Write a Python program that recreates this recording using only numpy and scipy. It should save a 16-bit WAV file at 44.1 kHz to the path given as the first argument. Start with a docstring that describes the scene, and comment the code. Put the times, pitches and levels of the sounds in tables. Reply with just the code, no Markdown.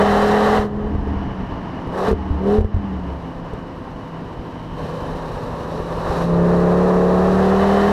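"""A turbocharged five-cylinder car at full throttle on a race track, heard near its tailpipe.
Then a lift, two downshift blips with exhaust pops, a coast through the corner and a hard pull out.
Firing pulses give the note, turbulent gas the rasp and hiss, fuel popping in the pipe the bangs.
Tyre roar and wind run underneath; gain control ducks the whole mix when the engine is loud."""
import sys
import numpy as np
from scipy import signal
from scipy.fft import rfft, irfft
from scipy.io import wavfile
from scipy.ndimage import uniform_filter1d, map_coordinates

SR = 44100
rng = np.random.default_rng(int(sys.argv[2]) if len(sys.argv) > 2 else 0)


def int16_out(signal):
    """Quantize to a 16-bit WAV file."""
    q = np.round(np.clip(np.atleast_2d(signal).T, -1, 1) * 32767)
    wavfile.write(sys.argv[1], SR, q.astype(np.int16))


N = 349266
TIME_S = np.arange(N) / SR
CYLINDERS, REFERENCE_FIRING_HZ = 5, 200

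# tyres and airflow through braking, corner and exit: time_s, tyre_db, wind_db
ROAD_LEVELS = [(0, -46, -29), (1.25, -28.5, -30), (1.8, -29, -38), (3.1, -33, -38), (4.3, -33, -41.5),
               (5.1, -34, -32), (7.92, -31.5, -36)]
# tyre noise spectrum: freq_hz, gain_db
TYRE_SPECTRUM = [(100, 4), (230, 3.5), (340, 1), (500, -9), (650, -7), (1050, -3.5), (1330, -13.5),
                 (1800, -14.5), (2200, -22), (3400, -31.5), (5700, -37), (7200, -52), (14000, -81)]
# bodywork resonances: freq_hz, width_hz, gain_db
BODY_BANDS = [(265, 17, -0.5), (668, 38, -1), (917, 28, -3.5), (1800, 33, -33), (2950, 148, 9.5)]
# ragged burning after a lift: start_s, hold_s, level_db
BURBLE_SPELLS = [(0.814, .34, -25), (2.13, 0.16, -25), (2.7, 0.43, -30)]
# whole exhaust under burble: freq_hz, gain_db, t60_s
BURBLE_MODES = [(71.5, 2, 0.25), (196, -1, .04), (285, 0, 0.075), (420, -10.5, 0.08), (690, -12, 0.11),
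                (843, -10.5, 0.13)]
# fuel popping in the pipe: start_s, boom_db, ring_db, crack_db
POP_EVENTS = [(0.592, -12, -18, -34), (0.951, -15, -20, -52), (.983, -19, -25, -56), (1.072, -24, -14, -48),
              (1.168, -16, -32, -52), (1.522, -21, -26, -52), (1.872, -21, -19, -40),
              (2.084, -26, -5.5, -32), (2.113, -16, -3, -29), (2.129, -10.5, -6, -38),
              (2.307, -12.5, -36, -45), (2.585, -3.5, -2, -50), (2.609, -6, -4.5, -31),
              (2.646, -6.5, -8.5, -60), (2.743, -7, -37, -37), (2.765, -11, -28, -46),
              (3.534, -22, -18.5, -37), (4.39, -23, -27, -54), (5.8, -22, -14.5, -50),
              (6.099, -17, -25, -42)]
# silencer boom: freq_hz, gain_db, t60_s
SILENCER_MODES = [(52, -2, 0.066), (81.5, 2.5, 0.085)]
# tailpipe ring: freq_hz, gain_db, t60_s
TAILPIPE_MODES = [(222, -6.5, 0.037), (393, -10, 0.093), (432, -7.5, 0.083), (890, -39, .02)]
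# gas rasp spectrum: freq_hz, gain_db
RASP_SPECTRUM = [(100, -15.5), (250, -5.5), (330, -12), (430, 0.5), (570, 1.5), (690, -1), (1130, -2),
                 (1450, -11), (1800, -10), (2200, -27), (4000, -35), (7000, -40), (14000, -55)]
# gas hiss spectrum: freq_hz, gain_db
HISS_SPECTRUM = [(1500, -15), (2600, 10.5), (3300, 2), (3900, 9.5), (4800, 1.5), (5700, 1), (6900, -6),
                 (8600, -6), (9400, -14), (10500, -10), (12300, -11), (14800, -20)]
# outlet resonance: freq_hz, width_hz, gain_db
OUTLET_BANDS = [(760, 70, -1)]
# silencer chambers: freq_hz, width_hz, gain_db
CHAMBER_BANDS = [(400, 130, 7.5), (960, 450, -3), (1600, 110, -6.5), (2270, 90, -5.5)]
# steel shell resonances: freq_hz, width_hz, gain_db
SHELL_BANDS = [(2050, 310, 0), (2790, 49, 0.5), (3034, 170, 10.5), (3480, 100, 3), (3740, 59, -5),
               (3970, 100, 5), (5360, 99, -7)]
# turbo plumbing resonances: freq_hz, width_hz, gain_db
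TURBO_BANDS = [(3880, 710, -14), (5530, 120, -8.5), (10700, 340, 1)]
# body of the note, unequal cylinders filling in between firing harmonics: cycle_order, gain_db
NOTE_ORDERS = [(1, -18), (2, -12.5), (3, -20), (4, -16), (5, 1), (6, -20), (7, -18.5), (8, -16), (9, -25)]
# steep front of each pulse: cycle_order, gain_db
PULSE_EDGE_ORDERS = [(10, -3.5), (11, -18), (12, -11), (13, -7), (14, -27), (15, -6), (16, -15.5), (17, -1),
                     (18, 6)]
# tailpipe resonance curve: freq_hz, gain_db
PIPE_RESPONSE = [(300, 10), (360, 4), (425, 15), (480, 6.5), (545, 3.5), (640, -11), (1200, -13)]
# engine speed: time_s, firing_hz
ENGINE_SPEED = [(0.0, 202.2), (0.53, 212.3), (0.7, 207), (0.87, 210), (1.03, 201.5), (1.2, 199.5),
                (1.5, 182.7), (1.88, 170), (2.1, 199.5), (2.37, 183), (2.59, 217), (2.8, 202), (3.15, 169),
                (3.75, 168.9), (4.55, 161), (5.5, 162.2), (6.25, 169.2), (6.68, 176.2), (6.9, 182),
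                (7.08, 179.8), (7.92, 203.6)]
# throttle presses, and the engine note lingering after a lift; relative levels at the reference rate:
# start_s, rise_s, hold_s, fall_s, note_db, edge_db, rasp_db, hiss_db
ENGINE_SWELLS = [(-0.2, .1, .66, .14, -18, -16, -15, -43), (0.583, 0.063, 0.23, .1, -31, -31, -42.5, -84),
                 (1.855, 0.13, .1, 0.066, -34, -22.5, -21.5, -46.5),
                 (2.368, 0.13, 0.056, 0.11, -19.5, -14.5, -30.5, -55.5),
                 (2.67, .13, 0.11, 0.21, -30.5, -57, -56, -79),
                 (4.68, 0.13, 1.46, .2, -35, -35, -26.5, -44.5),
                 (5.704, 0.43, 0.088, 0.058, -37, -30, -17.5, -39.5),
                 (6.154, 0.36, 1.85, .1, -13, -10, -13.5, -42)]


def amp(db):
    """Decibels to gain."""
    return 10 ** (np.asarray(db) / 20)


def unit_rms(x):
    """Scale to rms 1."""
    return x / np.sqrt(np.mean(x ** 2) + 1e-20)


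def curves(rows):
    """Table columns interpolated over time."""
    time_s, *columns = np.transpose(rows)
    return [np.interp(TIME_S, time_s, column) for column in columns]


def ramp(start_s, rise_s, hold_s, fall_s):
    """Trapezoid envelope, 0 to 1 to 0."""
    opening = (TIME_S - start_s) / rise_s
    closing = 1 - (TIME_S - start_s - rise_s - hold_s) / fall_s
    return np.clip(np.minimum(opening, closing), 0, 1)


def wander(rate_hz):
    """Smooth random drift, rms 1, rolled off above rate_hz."""
    white = rng.standard_normal(N // 32 + 2)
    hz = np.fft.rfftfreq(len(white), 32 / SR)
    slow = irfft(rfft(white) / (1 + (hz / rate_hz) ** 4), len(white))
    return unit_rms(np.interp(np.arange(N) / 32, np.arange(len(slow)), slow))


def response(spectrum, hz):
    """Gain of a spectrum at hz."""
    freq_hz, gain_db = np.transpose(spectrum)
    return amp(np.interp(np.log(hz + 1), np.log(freq_hz), gain_db))


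def coloured(x, spectrum):
    """Filter by a spectrum, rolled off below its first point; rms 1."""
    hz = np.fft.rfftfreq(N, 1 / SR)
    low_cut = np.minimum(hz / spectrum[0][0], 1) ** 2
    return unit_rms(irfft(rfft(x) * response(spectrum, hz) * low_cut, N))


def resonances(x, bands):
    """Parallel band-pass resonators."""
    return sum(amp(db) * signal.lfilter(*signal.iirpeak(hz, hz / width_hz, fs=SR), x)
               for hz, width_hz, db in bands)


def ringing(modes):
    """Damped modes after one pressure kick."""
    t = np.arange(SR // 4) / SR
    return sum(amp(db - 60 * t / t60_s) * np.sin(2 * np.pi * hz * t) for hz, db, t60_s in modes)


def road_and_wind():
    """Tyres roar on coarse asphalt and stir the bodywork; eddies buffet the microphone."""
    tyre_db, wind_db = curves(ROAD_LEVELS)
    tyres = coloured(amp(0.76 * wander(12)) * rng.standard_normal(N), TYRE_SPECTRUM)
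    tyres = unit_rms(tyres + resonances(tyres, BODY_BANDS))
    wind = coloured(rng.standard_normal(N),
                    spectrum=[(26, -2.5), (36, -1), (70, -5.5), (130, -5.5), (300, -15.5), (4000, -90)])
    gust_db = 1 + 3.6 * np.tanh(wander(9.5))
    return amp(tyre_db) * tyres + amp(wind_db + gust_db) * wind


def turbo_spool(peak_s=4.8, spread_s=0.53, peak_db=-55, pitch_hz=3080, width_hz=82):
    """The turbo draws air with a faint whistle as the throttle reopens."""
    whistle = unit_rms(resonances(rng.standard_normal(N), [(pitch_hz, width_hz, 0)]))
    return amp(peak_db) * np.exp(-((TIME_S - peak_s) / spread_s) ** 2) * whistle


def burble(cycles, rise_s=0.062, fall_s=0.12):
    """After a lift, charges burn unevenly and thump the exhaust, loping twice a cycle."""
    fired = np.diff(np.floor(CYLINDERS * cycles), prepend=0) > 0
    lope = np.cos(2 * np.pi * 2 * cycles)
    kicks = fired * (lope + rng.uniform(-1.93, 1, N))
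    spells = sum(amp(db) * ramp(start_s, rise_s, hold_s, fall_s) for start_s, hold_s, db in BURBLE_SPELLS)
    return spells * unit_rms(signal.oaconvolve(kicks, ringing(BURBLE_MODES))[:N])


def pops(crack_rise_s=0.0012, crack_t60_s=0.031, crack_cutoff_hz=700):
    """Fuel pops in the pipe: a short crack, a tailpipe ring and a silencer boom."""
    out = np.zeros(N + SR)
    boom, ring = ringing(SILENCER_MODES), ringing(TAILPIPE_MODES)
    t = np.arange(len(boom)) / SR
    lowpass = signal.butter(1, crack_cutoff_hz, fs=SR)
    for start_s, boom_db, ring_db, crack_db in POP_EVENTS:
        grit = unit_rms(signal.lfilter(*lowpass, rng.standard_normal(len(t))))
        crack = amp(crack_db - 60 * t / crack_t60_s) * (1 - np.exp(-t / crack_rise_s)) * grit
        out[int(start_s * SR) + np.arange(len(t))] += amp(boom_db) * boom + amp(ring_db) * ring + crack
    return out[:N]


def gas_rush(cycles, firing_hz, rasp_db, hiss_db,
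             buzz_from_hz=192, buzz_span_hz=2.2, roar_from_db=-24, whistle_from_db=-63):
    """Turbulent gas leaves in one puff per firing, one cylinder blowing harder than the rest."""
    puffs = 1 - 0.085 * np.cos(2 * np.pi * CYLINDERS * cycles) + 0.028 * np.cos(2 * np.pi * cycles)
    # growl: part of the turbulence recurs every cycle
    pattern = rng.standard_normal(1024)
    recurring = map_coordinates(pattern, [cycles % 1 * len(pattern)], order=3, mode="grid-wrap")
    flow = rng.standard_normal(N) + 0.67 * recurring
    rasp = coloured(puffs * amp(0.8 * wander(30)) * flow, RASP_SPECTRUM)
    # gentle flow sounds hollow, strong flow roars at the outlet
    strong = 1 / (1 + amp(2 * (roar_from_db - rasp_db)))
    roar = strong * resonances(rasp, OUTLET_BANDS) + (1 - strong) * resonances(rasp, CHAMBER_BANDS)
    buzz_gain = amp(3) / (1 + np.exp((buzz_from_hz - firing_hz) / buzz_span_hz))
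    buzz = buzz_gain * resonances(rasp, SHELL_BANDS)
    hiss = coloured((1 + 1.6 * puffs) * amp(0.93 * wander(30)) * rng.standard_normal(N), HISS_SPECTRUM)
    # the turbo whistle comes in with the hiss, then blends into strong flow
    whistle_gain = (1.3 - 0.63 * strong) / (1 + amp(2 * (whistle_from_db - hiss_db)))
    whistle = whistle_gain * resonances(hiss, TURBO_BANDS)
    return amp(rasp_db - 1) * (rasp + roar + buzz) + amp(hiss_db + 6.5) * (hiss + whistle)


def order_tone(order, cycles, firing_waver, between_waver):
    """One engine order; firing harmonics and the orders between waver by separate depths."""
    waver, phase = (firing_waver, 0) if order % CYLINDERS == 0 else (between_waver, rng.random())
    return -np.sqrt(2) * (1 + waver * wander(28)) * np.cos(2 * np.pi * (order * cycles + phase))


def exhaust_note(cycles, firing_hz, note_db, edge_db, standing_wave_hz=497, half_width_hz=24):
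    """Firing pulses as engine orders; the upper ones swell passing through the pipe resonance."""
    note = sum(amp(note_db + db) * order_tone(order, cycles, 0.06, 0.36) for order, db in NOTE_ORDERS)
    edge_gain = amp(edge_db) / response(PIPE_RESPONSE, 2 * firing_hz)
    jittered = cycles + 0.0018 * wander(45)
    for order, db in PULSE_EDGE_ORDERS:
        pipe_gain = response(PIPE_RESPONSE, order * firing_hz / CYLINDERS)
        note += edge_gain * amp(db) * pipe_gain * order_tone(order, jittered, 0.12, 0.28)
    # even at light load, the third firing harmonic hums on meeting a standing wave
    hum = order_tone(3 * CYLINDERS, jittered, 0.2, 0)
    coupling = 1 / (1 + ((3 * firing_hz - standing_wave_hz) / half_width_hz) ** 4)
    hum_db = np.minimum(note_db, -35) - 8
    return note + amp(hum_db) * coupling * hum


def layer_db(firing_hz, swells_db, swell_db_per_oct, ramp_power, coast_db, coast_db_per_oct):
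    """Level of one exhaust layer: swell plus coasting power, both following the revs."""
    octaves = np.log2(firing_hz / REFERENCE_FIRING_HZ)
    swelling = sum((amp(db) * ramp(*swell[:4]) ** ramp_power) ** 2
                   for swell, db in zip(ENGINE_SWELLS, swells_db))
    coasting = amp(coast_db + coast_db_per_oct * octaves) ** 2
    return 10 * np.log10(swelling * amp(swell_db_per_oct * octaves) ** 2 + coasting)


def scene():
    """One crankshaft times note, gas rush and burble; turbo, pops, tyres and wind join them."""
    firing_hz = curves(ENGINE_SPEED)[0] * (1 + 0.002 * wander(5))
    cycles = np.cumsum(firing_hz) / SR / CYLINDERS
    notes, edges, rasps, hisses = np.transpose(ENGINE_SWELLS)[4:]
    note_db = layer_db(firing_hz, notes, 4.5, ramp_power=0.68, coast_db=-31.5, coast_db_per_oct=32.5)
    edge_db = layer_db(firing_hz, edges, 45, ramp_power=1.1, coast_db=-47, coast_db_per_oct=14)
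    rasp_db = layer_db(firing_hz, rasps, 29.5, ramp_power=1.82, coast_db=-43.5, coast_db_per_oct=12)
    hiss_db = layer_db(firing_hz, hisses, 43.5, ramp_power=1.46, coast_db=-70, coast_db_per_oct=-17)
    note = exhaust_note(cycles, firing_hz, note_db, edge_db)
    rush = gas_rush(cycles, firing_hz, rasp_db, hiss_db)
    return (note + rush + turbo_spool() + burble(cycles) + pops() + road_and_wind())[None]


def gain_control(x, threshold_db=-14.5, ratio=6, attack_s=0.02, recovery_db_per_s=32):
    """Holds loud passages down; road noise swells back after them."""
    pole = np.exp(-1 / (attack_s * SR))
    power_db = 10 * np.log10(signal.lfilter([1 - pole], [1, -pole], x[0] ** 2) + 1e-12)
    recovery_db = recovery_db_per_s * TIME_S
    held_db = np.maximum.accumulate(power_db + recovery_db) - recovery_db
    over_db = np.maximum(held_db - threshold_db, 0)
    return x * amp(-(1 - 1 / ratio) * uniform_filter1d(over_db, size=900))


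def record(dry, low_cut_hz=14, ceiling=0.92, high_cut_hz=15100):
    """Microphone chain: low cut, gain control, soft clip, high cut."""
    lean = signal.lfilter(*signal.butter(1, low_cut_hz, "highpass", fs=SR), dry)
    rounded = ceiling * np.tanh(gain_control(lean) / ceiling)
    lowpass = signal.firwin(1023, high_cut_hz, window=("kaiser", 9), fs=SR)
    return signal.oaconvolve(rounded, lowpass[None], "same")


dry = scene()
out = record(dry)
int16_out(out)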